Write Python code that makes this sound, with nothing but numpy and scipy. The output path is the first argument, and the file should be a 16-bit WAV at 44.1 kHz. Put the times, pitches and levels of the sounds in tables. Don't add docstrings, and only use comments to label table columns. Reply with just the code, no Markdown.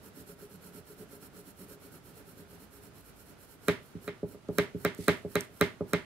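import sys
import numpy as np
from scipy import signal
from scipy.fft import rfft, irfft, next_fast_len
from scipy.io import wavfile

SR = 44100
rng = np.random.default_rng(int(sys.argv[2]) if len(sys.argv) > 2 else 0)


def output_pcm(signal):
    pcm = np.clip(np.atleast_2d(signal).T, -1, 1) * 32767
    wavfile.write(sys.argv[1], SR, np.round(pcm).astype(np.int16))


N = 266788

# f/Hz, relative level/dB
AIR_COLOUR = [(15, -29), (25, 8), (123, 5.5), (439, -1), (489, -2), (1070, -10), (1370, -6.5), (1700, -11),
              (6560, -22), (7110, -22.5), (10700, -25), (12200, -29), (16000, -31)]
# f/Hz, level/dB
HUM_PARTIALS = [(59.2, -64.5), (118.4, -78)]
# f/Hz, relative level/dB
TAIL_COLOUR = [(41, -41), (70, -8.5), (105, -1), (178, -6), (293, -7.5), (403, -1.5), (506, -17.5),
               (620, -5.5), (727, -23), (815, -17.5), (1930, -10), (2840, -17.5), (3740, -19.5),
               (4800, -28), (8860, -35.5), (16000, -44)]
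# delay/s, left level/dB, right level/dB
NEAR_ECHOES = [(.0072, -20, -18.5), (0.0102, -7, -10.5)]
# middle t/s, length/s, level/dB
SHEET_SLIDES = [(5.045, 0.091, -53), (5.137, 0.17, -66), (5.415, 0.063, -55.5)]
# f/Hz, relative level/dB
RUSTLE_COLOUR = [(1180, -20), (2000, 9), (2420, 1), (4300, 4.5), (5300, 3), (6470, 1), (7440, 4),
                 (9330, 4.5), (16000, -5)]
# t/s, level/dB, centre f/Hz
PAPER_TICKS = [(4.4857, -44, 5020), (4.9477, -35, 9400), (4.9781, -43.5, 12000), (4.9834, -40, 11900),
               (5.408, -21.5, 7950)]
# f/Hz, level/dB, t60/s, sign of the first swing
TABLE_MODES = [(88, -31, .136, -1), (139, -27, .2, -1), (174, -17, .12, 1), (225, -28, .06, -1),
               (252, -35, .3, 1), (292, -15, .07, -1), (365, -17, .06, -1), (408, -12, .13, -1),
               (444, -15, .055, 1), (572, -14, .055, 1), (588, -26, .2, 1), (651, -13, .03, 1),
               (784, -15, .01, 1), (836, -30, .15, 1), (1036, -15, .01, -1), (1234, -23, .046, 1),
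               (1388, -15, .039, -1), (1466, -24, .052, -1), (1526, -16, .035, -1), (1595, -18, .059, -1),
               (1890, -32, .084, 1), (1954, -22, .057, -1), (2096, -25, .16, -1), (2235, -28, .15, 1),
               (2312, -24, .116, 1), (2428, -27, .12, -1), (3000, -22, .01, 1), (3806, -29, .09, 1),
               (3945, -17, .014, 1), (4110, -19, .012, -1)]
# t/s, blow level/dB, contact/ms
HAND_THUMPS = [(3.9488, -17.5, 3.34), (4.2284, -15.5, 1.47), (4.3441, -31.5, 1.1), (4.4868, -14.5, 1.34),
               (4.7444, -14.5, 2.6), (4.986, -16, 2.6), (5.2461, -18, 1.44), (5.4928, -43, 1.1),
               (5.8058, -14.5, 1.16)]
# t/s, air snap level/dB, blow level/dB
CRAYON_KNOCKS = [(3.683, -16.5, -9.5), (4.0775, -36, -22), (4.584, -14.5, -10), (4.849, -19, -11.5),
                 (5.0815, -16.5, -6.5), (5.3546, -17, -11.5), (5.611, -16.5, -7.5), (5.9333, -18.5, -11)]
# middle of the out stroke t/s, hiss level/dB, rumble level/dB
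COLOURING_SWINGS = [(-0.05, -56.5, -53.5), (0.193, -53.5, -51), (0.427, -56, -51), (0.663, -54, -51),
                    (0.903, -56, -53), (1.14, -54, -51), (1.384, -55, -53.5), (1.617, -53.5, -48.5),
                    (1.851, -56, -53.5), (2.083, -57, -54.5), (2.3, -58, -55.5), (2.529, -58.5, -56),
                    (2.758, -57.5, -58), (2.985, -58.5, -62.5), (3.202, -57.5, -60), (3.43, -58, -65)]
# middle t/s, length/s, hiss level/dB, rumble level/dB
CRAYON_DRAGS = [(3.68, 0.074, -54.5, -55.5), (3.866, 0.071, -63, -77), (4.055, 0.05, -55, -56),
                (4.312, 0.052, -57.5, -55.5), (4.586, 0.074, -54, -47.5), (4.831, 0.065, -55, -55),
                (5.338, 0.068, -55.5, -56.5), (5.596, 0.096, -59, -65), (5.904, 0.037, -56.5, -53.5)]
# f/Hz, relative level/dB
HISS_COLOUR = [(530, -49), (900, -4.5), (1190, -11), (1350, 1), (2030, -16), (3020, -11), (3570, -20.5),
               (4280, -7), (4820, -18), (5440, -8.5), (6060, -17), (6990, -10.5), (12400, -7.5),
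               (14000, -10), (15800, -12)]
# f/Hz, correlation
CAPSULE_LIKENESS = [(60, 0.79), (130, 0.51), (290, 0.33), (640, 0.7), (1410, 0.16), (3100, 0.16),
                    (6820, -0.17), (15000, 0.28)]
# f/Hz, left minus right level/dB
CAPSULE_BALANCE = [(60, -5.5), (110, -4.5), (200, -4), (380, 1), (700, -2), (1290, -3.0), (2380, -3.5),
                   (4400, -3.5), (8120, -4.5), (15000, -12.5)]
# f/Hz, width/Hz, level/dB
HOUSING_COLOUR = [(12100, 1800, 0.5), (14100, 890, -11), (15200, 900, -2.5)]

BENDING_LAG = .068
KNOCK_MS, SOFTENS = 0.014, 0.87
TOUCH_DB, TOUCH_LEAD_S, TOUCH_MS = -19, .0052, 0.33
AIR_LAG_S = .0007
OUT_S, BACK_S = .05, 0.046
OUT_RISE = 1.12
TURN_S, TURN_QUICKENS = 0.11, 0.0057
BACK_HISS_DB, BACK_RUMBLE_DB = 0.7, 1.5


def from_db(db):
    return 10 ** (np.asarray(db) / 20)


def rms_one(x):
    return x / np.sqrt(np.mean(x ** 2) + 1e-20)


def at_hz(points, size):
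    hz = np.maximum(np.arange(size // 2 + 1) * SR / size, 1)
    point_hz, values = np.array(points).T
    return np.interp(np.log(hz), np.log(point_hz), values)


def add(out, s, pulse):
    at = round(s * SR)
    out[at:at + len(pulse)] += pulse[:N - at]


def drift(rate_hz):
    lowpass = signal.butter(2, rate_hz, fs=SR, output="sos")
    return rms_one(signal.sosfilt(lowpass, rng.standard_normal(N + SR))[SR:])


def swell(s, length, rise=1, steepness=2.52):
    late, out = 2 * (np.arange(N) / SR - s) / length, np.zeros(N)
    moving = np.abs(late) < 6
    out[moving] = np.exp(-.35 * np.maximum(late, -late / rise)[moving] ** steepness)
    return out


def diffuse_noise(colour, count):
    size = next_fast_len(count)
    mid, side = rfft(rng.standard_normal((2, size))) * from_db(at_hz(colour, size))
    alike = np.clip(at_hz(CAPSULE_LIKENESS, size), -1, 1)
    pair = np.sqrt(1 + alike) * mid + np.sqrt(1 - alike) * side * [[1], [-1]]
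    return rms_one(irfft(pair, size)[:, :count])


def room_tone(air_db=-56):
    t = np.arange(N) / SR
    air = from_db(air_db + drift(rate_hz=7)) * diffuse_noise(AIR_COLOUR, N)
    hum = sum(np.sqrt(2) * from_db(db) * np.sin(2 * np.pi * hz * t) for hz, db in HUM_PARTIALS)
    return air + hum * swell(3.05, length=.6)


def room_tail(excitation, t60_s=0.26, gain_db=-17):
    t = np.arange(SR // 2) / SR
    build = 1 - np.exp(-np.maximum(t - .003, 0) / .004)
    tail = diffuse_noise(TAIL_COLOUR, SR // 2) * from_db(-60 * t / t60_s) * build
    return from_db(gain_db) * signal.fftconvolve(excitation[None], tail, axes=1)[:, :N]


def near_echoes(sound, band_hz=(1700, 7800)):
    band = signal.sosfilt(signal.butter(2, band_hz, "band", fs=SR, output="sos"), sound)
    out = np.zeros((2, N))
    for delay, *side_db in NEAR_ECHOES:
        for side, db in zip(out, side_db):
            add(side, delay, from_db(db) * band)
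    return out


def sheet_slides():
    envelope = sum(from_db(db) * swell(s, length) for s, length, db in SHEET_SLIDES)
    return envelope * from_db(2 * drift(rate_hz=60)) * diffuse_noise(RUSTLE_COLOUR, N)


def air_snaps(knock_hz=9500, decay_ms=1.0, band_ratio=1.63):
    out, t = np.zeros(N), np.arange(300) / SR
    envelope = np.exp(-1000 * t / decay_ms) * np.minimum(t / 0.00021, 1)
    fronts = [(s, snap_db, knock_hz) for s, snap_db, _ in CRAYON_KNOCKS]
    for s, db, hz in fronts + list(PAPER_TICKS):
        burst = rng.standard_normal(len(t)) * envelope
        edges_hz = [hz / band_ratio, min(hz * band_ratio, .45 * SR)]
        band = signal.butter(2, edges_hz, "band", fs=SR, output="sos")
        add(out, s, from_db(db) * signal.sosfilt(band, burst))
    return out


def push(contact_ms):
    hump = np.sin(np.pi * np.clip((np.arange(200) + .5) / (contact_ms * SR / 1000), 0, 1)) ** 2
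    return hump / hump.sum()


def table_top(force, ring_share=1, spot_db=1.5, spot_s=.12):
    out, spot = np.zeros(N), (np.arange(N) / SR / spot_s).astype(int)
    for hz, level_db, t60, direction in TABLE_MODES:
        radius, angle = from_db(-60 / (ring_share * t60 * SR)), 2 * np.pi * hz / SR
        struck = force * from_db(spot_db * rng.standard_normal(spot[-1] + 1))[spot]
        feedback = [1, -2 * radius * np.cos(angle), radius * radius]
        rung = signal.lfilter([0, np.sin(angle)], feedback, struck + 1e-18)
        add(out, BENDING_LAG / np.sqrt(hz), direction * from_db(level_db) * rung)
    return out


def hand_thumps():
    force = np.zeros(N)
    for s, blow_db, contact_ms in HAND_THUMPS:
        add(force, s, from_db(blow_db) * push(contact_ms))
    return force


def crayon_knocks():
    force = np.zeros(N)
    for s, _, blow_db in CRAYON_KNOCKS:
        add(force, s - TOUCH_LEAD_S, from_db(blow_db + TOUCH_DB) * push(TOUCH_MS))
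        add(force, s - AIR_LAG_S, from_db(blow_db) * push(KNOCK_MS * from_db(-SOFTENS * blow_db)))
    return force


def crayon_strokes():
    strokes = [(*drag, 1) for drag in CRAYON_DRAGS]
    for s, hiss_db, rumble_db in COLOURING_SWINGS:
        back_at = s + TURN_S - TURN_QUICKENS * s
        strokes.append((s, OUT_S, hiss_db, rumble_db, OUT_RISE))
        strokes.append((back_at, BACK_S, hiss_db + BACK_HISS_DB, rumble_db + BACK_RUMBLE_DB, 1))
    hiss, rumble = np.zeros((2, N))
    for s, length, hiss_db, rumble_db, rise in strokes:
        speed = swell(s, length, rise)
        hiss += from_db(hiss_db) * speed
        rumble += from_db(rumble_db) * speed
    return hiss, rumble


def paper_grain(per_s, spread_db):
    sizes = from_db(spread_db * np.minimum(rng.exponential(1, N), 4)) * rng.choice([-1, 1], N)
    return rms_one(sizes * (rng.random(N) < per_s / SR))


def crayon_rumble(envelope):
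    force = signal.lfilter(push(contact_ms=2.16), [1], paper_grain(per_s=2000, spread_db=2.5))
    return envelope * from_db(drift(rate_hz=34)) * force / np.std(table_top(force))


def crayon_hiss(envelope):
    grain = paper_grain(per_s=17000, spread_db=2.0)
    at_tip = irfft(rfft(grain) * from_db(at_hz(HISS_COLOUR, N)), N)
    direct = rms_one(np.array([np.roll(at_tip, 6), at_tip]))
    scattered = diffuse_noise(HISS_COLOUR, N)
    return envelope * from_db(1.2 * drift(rate_hz=71)) * (0.2 * direct + 0.97 * scattered)


def scene():
    hiss_envelope, rumble_envelope = crayon_strokes()
    thumps, knocks, snaps = hand_thumps(), crayon_knocks(), air_snaps()
    wood = table_top(knocks + crayon_rumble(rumble_envelope))
    wood += table_top(thumps, ring_share=0.8)
    direct = np.array([np.roll(wood, 2) + np.roll(snaps, 6), wood + snaps])
    reflected = near_echoes(wood) + room_tail(thumps + knocks + from_db(-23) * snaps)
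    return direct + reflected + crayon_hiss(hiss_envelope) + sheet_slides() + room_tone()


def record(dry):
    size = next_fast_len(N)
    bin_hz = np.arange(size // 2 + 1) * SR / size
    lean_db = at_hz(CAPSULE_BALANCE, size) / 2
    housing_db = sum(db * np.exp(-(2 * (bin_hz - hz) / width) ** 2) for hz, width, db in HOUSING_COLOUR)
    response = from_db([housing_db + lean_db, housing_db - lean_db])
    pair = irfft(rfft(dry, size) * response, size)[:, :N]
    pair = signal.sosfilt(signal.butter(2, 65, "high", fs=SR, output="sos"), pair)
    return signal.sosfilt(signal.cheby2(28, 55, 15850, "low", fs=SR, output="sos"), pair)


dry = scene()
out = record(dry)
output_pcm(out)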